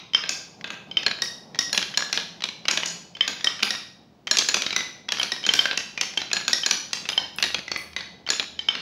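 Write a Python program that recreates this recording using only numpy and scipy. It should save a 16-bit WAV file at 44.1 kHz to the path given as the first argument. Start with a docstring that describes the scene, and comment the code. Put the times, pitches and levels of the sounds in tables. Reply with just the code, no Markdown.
"""A hard-walled room, with glass marbles running down a wooden marble run.
Landings ring damped wood modes over noise; a low boom follows, with grazes and rebounds around each.
Bored blocks pop on one short air note, groove walls tap, and thin bright clicks join some landings.
Coloured noise makes the rolling rumble and the quiet of the room, and two rails drone.
Decaying noise is the room's answer, and the recorder's limiter holds the sharpest peaks down."""
import sys
import numpy as np
from scipy import signal
from scipy.fft import rfft, irfft, next_fast_len
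from scipy.io import wavfile
from scipy.ndimage import uniform_filter1d, minimum_filter1d, map_coordinates

SR = 44100
rng = np.random.default_rng(int(sys.argv[2]) if len(sys.argv) > 2 else 0)


def generate_wav(signal):
    """Clip the signal to [-1, 1] and save it as 16-bit WAV at the path in sys.argv[1]."""
    frames = np.transpose(np.atleast_2d(signal))
    scaled = np.clip(frames, -1, 1) * 32767
    pcm = np.round(scaled).astype(np.int16)
    wavfile.write(sys.argv[1], SR, pcm)


N = 388515  # samples
HIT = np.arange(SR // 8) / SR  # time within one blow, s
DETUNE = 0.004  # spread of a mode's pitch, as a share of it

# marbles landing on the rails and blocks: start_s, level_db, part_index, contact_hardness_db
LANDINGS = [(0.237, -29.5, 0, -22.5), (0.2923, -28.5, 0, 6), (0.6428, -30, 0, -17.5),
            (0.7035, -31.5, 0, -9.5), (1.064, -15.5, 1, -14), (1.22, -24.5, 2, 2.5), (1.5895, -23, 2, 5.5),
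            (1.729, -24, 1, 0), (1.7763, -17, 5, -4), (1.9738, -18, 1, -2), (2.1278, -25.5, 6, 2),
            (2.175, -21.5, 5, -13), (2.4385, -22.5, 4, -7.5), (2.6829, -17.5, 7, -5), (2.711, -25, 0, 3),
            (2.7737, -20, 5, -6.5), (2.8583, -35, 0, 9), (3.278, -25, 0, -0.5), (3.4438, -23.5, 2, 2),
            (3.6305, -18.5, 6, -1.5), (3.7058, -26, 2, 1.5), (4.3117, -16, 1, 1), (4.37, -21.5, 4, 1.5),
            (4.3859, -17.5, 4, 5), (4.487, -20.5, 1, 0.5), (4.543, -17.5, 6, 0), (4.62, -25, 4, -2.5),
            (4.763, -22.5, 3, 1), (5.1208, -22, 5, -2), (5.2306, -23.5, 4, -1.5), (5.319, -24.5, 2, -0.5),
            (5.4648, -24.5, 0, -1), (5.537, -19.5, 6, 1), (5.7116, -23.5, 5, -24), (5.7745, -23.5, 7, 0),
            (6.0114, -21.5, 7, 1), (6.1742, -25, 4, -4), (6.3314, -22, 1, 0), (6.367, -22.5, 1, -9),
            (6.4801, -22, 0, -0.5), (6.531, -20.5, 2, 4.5), (6.662, -20.5, 1, 0), (6.7103, -21.5, 6, 4.5),
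            (6.9315, -26, 7, 2), (7.089, -23, 4, -6.5), (7.4254, -18, 5, -4.5), (7.439, -23.5, 2, -7),
            (7.545, -20.5, 4, -10), (7.964, -28.5, 3, -6.5), (8.3024, -20, 1, 1), (8.397, -20.5, 4, -13.5),
            (8.7519, -29, 6, -15)]
# how each part answers a blow: low_mode_db, ring_over_clatter_db, room_share_db, tower_boom_db
PART_VOICING = [(-6, -2, -9.5, -13), (-6.5, 4, -10, -29), (-3, 5, -10, -24), (0, 1, -9, -24),
                (-8.5, -4, -12.5, -25), (-7, -6.5, -10.5, -20), (-7, -8, -8.5, -21), (-8, -4.5, -10, -30)]
# spectrum of a glancing contact: frequency_hz, relative_level_db
GLANCING_SPECTRUM = [(60, -39), (200, -3.5), (700, -4.5), (2200, 4.5), (6000, -3.5), (8500, -33.5),
                     (14000, -36)]
# spectrum of a bright crack: frequency_hz, relative_level_db
CRACK_SPECTRUM = [(5000, -21), (7300, -14), (9000, -4.5), (10500, 5), (13700, -12), (15000, -8)]


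def amp(db):
    """Decibels to gain."""
    return 10 ** (np.asarray(db) / 20)


def unit(x):
    """Scale to rms 1."""
    return x / np.sqrt(np.mean(x ** 2) + 1e-20)


def strike(x):
    """Scale a blow to rms 1 over its first hundredth of a second."""
    return x / np.sqrt(np.mean(x[:SR // 100] ** 2) + 1e-20)


def along(points, hz):
    """Read (Hz, value) points at any frequency, straight lines on a log axis."""
    point_hz, values = np.transpose(points)
    return np.interp(np.log(hz + 1), np.log(point_hz), values)


def coloured(size, spectrum):
    """Noise of rms 1, its white spectrum shaped to the given levels."""
    padded = next_fast_len(size)
    gain = amp(along(spectrum, np.fft.rfftfreq(padded, 1 / SR)))
    noise = irfft(rfft(rng.standard_normal(padded)) * gain, padded)
    return unit(noise[:size])


def wobble(rate):
    """A random curve of straight lines between knots, rate knots a second."""
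    knots = rng.standard_normal(int(N * rate / SR) + 4)
    return map_coordinates(knots, [np.arange(N) * rate / SR], order=1)


def fade(t60, attack=0.00019):
    """Quick rise and exponential decay, both in seconds."""
    return amp(-60 * HIT / t60) * (1 - np.exp(-HIT / attack))


def mode(hz, t60, attack=0.0005):
    """One ringing resonance: a sine that dies exponentially."""
    return np.sin(2 * np.pi * hz * HIT) * fade(t60, attack)


def burst(spectrum, t60):
    """Many close, heavily damped modes, dying as noise."""
    return strike(coloured(len(HIT), spectrum) * fade(t60))


def cluster(modes, lo_hz, hi_hz, ring_db, ring_t60, dense_t60):
    """The leading modes of the wood ring among their damped neighbours."""
    band = [(lo_hz / 2, -45), (lo_hz, 0), (hi_hz, 0), (hi_hz * 1.425, -28), (hi_hz * 2, -55)]
    ring = np.zeros(len(HIT))
    # the marble's weight and the spot it hits vary each mode's level and pitch a little
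    for hz in modes:
        level = amp(rng.normal(0, 1.7))
        ring += level * mode(hz * (1 + DETUNE * rng.normal()), ring_t60)
    return strike(amp(ring_db - 2.5) * strike(ring) + burst(band, dense_t60))


def room(x, gap=0.0055, build=0.0082):
    """The room's answer: noise dying at its own rate in each band, drawn anew for every sound."""
    # reverberation of the room: frequency_hz, t60_s
    reverberation = [(500, 0.61), (2000, 0.52), (5000, 0.56), (7000, 0.49), (15000, 0.48)]
    hz, t, grains = signal.stft(rng.standard_normal(SR * 2 // 3), SR, nperseg=256)
    decay = amp(-60 * t / along(reverberation, hz)[:, None])
    tail = signal.istft(grains * decay, SR, nperseg=256)[1]
    # the nearest walls answer first, after the gap (s)
    tail *= np.clip((np.arange(len(tail)) / SR - gap) / build, 0, 1)
    return signal.fftconvolve(x, tail / np.linalg.norm(tail))


def add(track, s, x):
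    """Mix x into the track at time s; a sound begun earlier leaves only its tail."""
    start = round(s * SR)
    x, start = x[max(-start, 0):], max(start, 0)
    track[start:start + len(x)] += x[:max(N - start, 0)]


def knocks(room_db=6):
    """Each landing rings three groups of modes; hard contacts gain treble and crack, gentle ones are duller."""
    # the rails and blocks: low_mode_hz, main_mode_hz, then
    # two further modes of the part, in no fixed order: further_mode_hz, other_further_mode_hz
    part_modes = [(1594, 2580, 6900, 6600), (1675, 4200, 5530, 6900), (1888, 3770, 5600, 5200),
                  (2030, 3830, 4500, 6000), (2353, 3300, 5700, 6100), (1678, 2960, 4500, 3600),
                  (1568, 3800, 2400, 5830), (1950, 2680, 4780, 6300)]
    # spectrum of the tower's thud: frequency_hz, relative_level_db
    thud_spectrum = [(40, -49.5), (130, -18), (200, 0.5), (500, 1), (1100, 1), (1700, -5.5), (4000, -59.5)]
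    usual_db = -24.5  # an ordinary landing
    thud_db, bass_lag = -13, 0.23  # dB the bass falls behind per dB of level
    crack_db, crack_grows = -20.5, 0.83  # dB the crack gains per dB of hardness
    # dB of room lost per dB of level (loud is near), and gained per dB of hardness
    room_lag, room_grows = 0.36, 0.1
    out = np.zeros(N)
    for s, db, part, hard_db in LANDINGS:
        low_hz, main_hz, *further_hz = part_modes[round(part)]
        low_db, ring_db, wet_db, _ = PART_VOICING[round(part)]
        force_db = db - usual_db
        low = amp(low_db) * cluster([low_hz], 1300, 2060, ring_db + 7, ring_t60=0.044, dense_t60=0.019)
        main = cluster([main_hz], 2450, 4090, ring_db, ring_t60=0.033, dense_t60=0.026)
        further = amp(hard_db) * cluster(further_hz, 4490, 6140, ring_db, ring_t60=0.025, dense_t60=0.02)
        crack = amp(crack_db + crack_grows * hard_db) * burst(CRACK_SPECTRUM, t60=0.019)
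        thud = amp(thud_db) * burst(thud_spectrum, t60=0.078)
        bass = amp(-bass_lag * force_db) * (low + thud)
        blow = amp(db) * (main + further + crack + bass)
        add(out, s, blow)
        send_db = room_db + wet_db - room_lag * force_db + room_grows * hard_db
        add(out, s, amp(send_db) * room(blow))
    return out


def booms(rise_s=0.0088, t60=0.25, boom_grows=0.3):
    """A landing rocks the blocks underneath, harder contacts more: a low noise bloom after the knock."""
    # spectrum of the swaying tower of blocks: frequency_hz, relative_level_db
    tower_spectrum = [(60, -38.5), (150, -17.5), (195, 1), (300, -6), (450, -12.5), (1500, -54)]
    out, t = np.zeros(N), np.arange(SR // 3) / SR
    swell = amp(-60 * t / t60) * (1 - np.exp(-t / rise_s))
    for s, db, part, hard_db in LANDINGS:
        *_, boom_db = PART_VOICING[round(part)]
        level = amp(db + boom_db + boom_grows * hard_db)
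        add(out, s, level * swell * coloured(len(t), tower_spectrum))
    return out


def rebounds(rel_db=-14, scatter_db=2.0, soonest=0.012, latest=0.055, count=2):
    """After each landing the marble skips between the groove walls: noise bursts at random delays (s)."""
    out = np.zeros(N)
    for s, db, *_ in LANDINGS:
        for delay in rng.uniform(soonest, latest, count):
            level = amp(db + rel_db + scatter_db * rng.normal())
            add(out, s + delay, level * burst(GLANCING_SPECTRUM, t60=0.016))
    return out


def grazes(rel_db=-17, scatter_db=2, lead_s=0.034, spread_s=0.0066):
    """Just before it lands, a marble brushes the edge it falls from: a soft noise burst."""
    out = np.zeros(N)
    for s, db, *_ in LANDINGS:
        touch_s = s - lead_s + spread_s * rng.normal()
        level = amp(db + rel_db + scatter_db * rng.normal())
        add(out, touch_s, level * burst(GLANCING_SPECTRUM, t60=0.025))
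    return out


def pops(air_db=1.5, wood_db=-9, air_room_db=-13, wood_room_db=-2, mode_scatter_db=2.5):
    """The hollow sings one short note out of its hole, while the wood around it radiates into the room."""
    # marbles striking inside a bored block: start_s, level_db
    hollow_strikes = [(0.1345, -26), (0.147, -13), (0.9128, -32.5), (0.9699, -16.5), (1.9441, -33),
                      (3.1507, -37), (3.208, -15), (3.471, -16.5), (5.1976, -20.5), (5.4386, -29),
                      (5.4506, -26.5), (5.4896, -14), (5.5907, -13), (6.174, -20.5), (6.6335, -23.5),
                      (7.1293, -29.5), (7.1773, -16), (8.2646, -34), (8.591, -25), (8.686, -15.5)]
    # modes of the bored block, its air hollow first: frequency_hz, level_db, t60_s
    block_modes = [(3108, -0.5, 0.028), (2247, -22.5, 0.068), (1674, -26.5, 0.036), (3646, -17.5, 0.025),
                   (5104, -16.5, 0.032)]
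    out = np.zeros(N)
    (air_hz, hollow_db, air_t60), *wood_modes = block_modes
    for s, db in hollow_strikes:
        note_hz = air_hz * (1 + DETUNE * rng.normal())
        air = amp(hollow_db) * strike(mode(note_hz, air_t60, attack=0.0027))
        wood = amp(wood_db) * burst(GLANCING_SPECTRUM, t60=0.018)
        for hz, mode_db, t60 in wood_modes:
            wood += amp(mode_db + rng.normal(0, mode_scatter_db)) * strike(mode(hz, t60))
        add(out, s, amp(db) * (amp(air_db) * air + wood))
        add(out, s, amp(db) * room(amp(air_room_db) * air + amp(wood_room_db) * wood))
    return out


def taps(ring_db=-1, room_db=-5):
    """A glancing touch rings one mode over a dull click."""
    # light bounces against the groove walls: start_s, level_db, mode_hz; the first row, at a negative time, is
    # an earlier landing begun before the scene, of which only the room's dying answer is heard
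    wall_bounces = [(-0.11, -21, 3810), (1.1133, -26, 3960), (1.5468, -35.5, 1920), (1.7471, -25, 3330),
                    (1.826, -25, 3220), (2.023, -24.5, 1680), (2.4216, -30, 3920), (2.4883, -29, 4050),
                    (2.6536, -34, 2880), (2.6828, -22.5, 2290), (2.8333, -24, 2940), (3.168, -39.5, 3410),
                    (3.409, -35, 3460), (3.6032, -35.5, 3030), (3.6259, -23.5, 2870), (3.7498, -31.5, 3700),
                    (4.271, -27.5, 3160), (4.4211, -25.5, 4060), (4.4972, -27, 4180), (4.6642, -22.5, 3800),
                    (4.7062, -26, 4000), (4.7275, -25, 2330), (4.806, -26.5, 2010), (5.0885, -25, 3350),
                    (5.1703, -32, 3160), (5.185, -30.5, 3300), (5.2142, -25.5, 2960), (5.6554, -18.5, 1570),
                    (5.976, -26, 2410), (6.217, -27.5, 3990), (6.3142, -26, 2530), (7.0545, -33, 2610),
                    (7.099, -27.5, 5030), (7.3851, -25.5, 2630), (7.68, -30.5, 2020), (7.716, -23, 4440),
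                    (7.761, -25, 2030), (8.0069, -33, 4400), (8.2886, -24.5, 4450), (8.3338, -27.5, 3540)]
    out = np.zeros(N)
    for s, db, hz in wall_bounces:
        ring = amp(ring_db) * strike(mode(hz, t60=0.033))
        tap = amp(db) * strike(ring + burst(GLANCING_SPECTRUM, t60=0.022))
        add(out, s, tap)
        add(out, s, amp(room_db) * room(tap))
    return out


def bright_clicks(room_db=2):
    """Thin bright clicks, most of them together with a landing: short treble noise that carries in the room."""
    # thin bright clicks, most of them together with a landing: start_s, level_db
    click_levels = [(1.22, -46.5), (1.7292, -41), (3.6304, -40), (5.195, -45), (5.537, -40), (7.0884, -46),
                    (7.3614, -45), (7.4237, -43.5), (7.775, -45)]
    out = np.zeros(N)
    for s, db in click_levels:
        click = amp(db) * burst(CRACK_SPECTRUM, t60=0.014)
        add(out, s, click)
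        add(out, s, amp(room_db) * room(click))
    return out


def rolling(bumps_db=2.5):
    """The grain of the wood shakes the rolling marbles: uneven groove noise, and rails that drone."""
    # marbles rolling in the grooves: time_s, level_db
    roll_levels = [(0, -56), (1.4, -49.5), (2.6, -53.5), (4.1, -58), (4.5, -55), (6, -54.5), (8.8, -55.5)]
    # spectrum of the grooves: frequency_hz, relative_level_db
    groove_spectrum = [(40, -40), (100, -8.5), (175, 8.5), (260, 0), (800, -2), (1600, -22), (5000, -22),
                       (8000, -44.5)]
    # low drones, as a rolling marble shakes a whole rail: start_s, end_s, pitch_hz, level_db
    rail_drones = [(2.058, 3.252, 167, -53), (7.11, 8.903, 79.7, -58.5)]
    t = np.arange(N) / SR
    level_db = np.interp(t, *np.transpose(roll_levels)) + bumps_db * wobble(35)
    out = amp(level_db) * coloured(N, groove_spectrum)
    for start, end, hz, db in rail_drones:
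        progress = np.clip((t - start) / (end - start), 0, 1)
        swell = np.sqrt(np.abs(np.sin(np.pi * progress)))
        phase = 2 * np.pi * hz * t
        # two slow random curves make the drone's level and phase wander
        drone = unit(wobble(9.2) * np.sin(phase) + wobble(8.3) * np.cos(phase))
        out += amp(db) * swell * drone
    return out


def quiet(level_db=-57):
    """The quiet of the room: steady coloured noise."""
    # spectrum of the quiet room: frequency_hz, relative_level_db
    quiet_spectrum = [(25, -9), (75, 6), (200, 12), (600, -7.5), (6000, -21.5), (9000, -35.5)]
    return amp(level_db) * coloured(N, quiet_spectrum)


def scene():
    """The marble run over the quiet of the room, on one channel."""
    contacts = knocks() + booms() + rebounds() + grazes() + pops() + taps() + bright_clicks()
    return (contacts + rolling() + quiet())[None]


def record(dry, ceiling_db=-3.5, low_cut_hz=62, top_hz=15700):
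    """A fast limiter, then the recorder's bass roll-off and band limit."""
    needed = np.minimum(1, amp(ceiling_db) / (np.abs(dry) + 1e-9))
    # the gain dips around each peak, smoothed over 65 samples
    gain = uniform_filter1d(minimum_filter1d(needed, size=65), size=65)
    low_cut = signal.butter(2, low_cut_hz, "high", fs=SR, output="sos")
    held = signal.sosfilt(low_cut, dry * gain)
    padded = next_fast_len(N + SR // 2)
    passed = np.fft.rfftfreq(padded, 1 / SR) < top_hz
    return irfft(rfft(held, padded) * passed, padded)[..., :N]


dry = scene()
out = record(dry)
generate_wav(out)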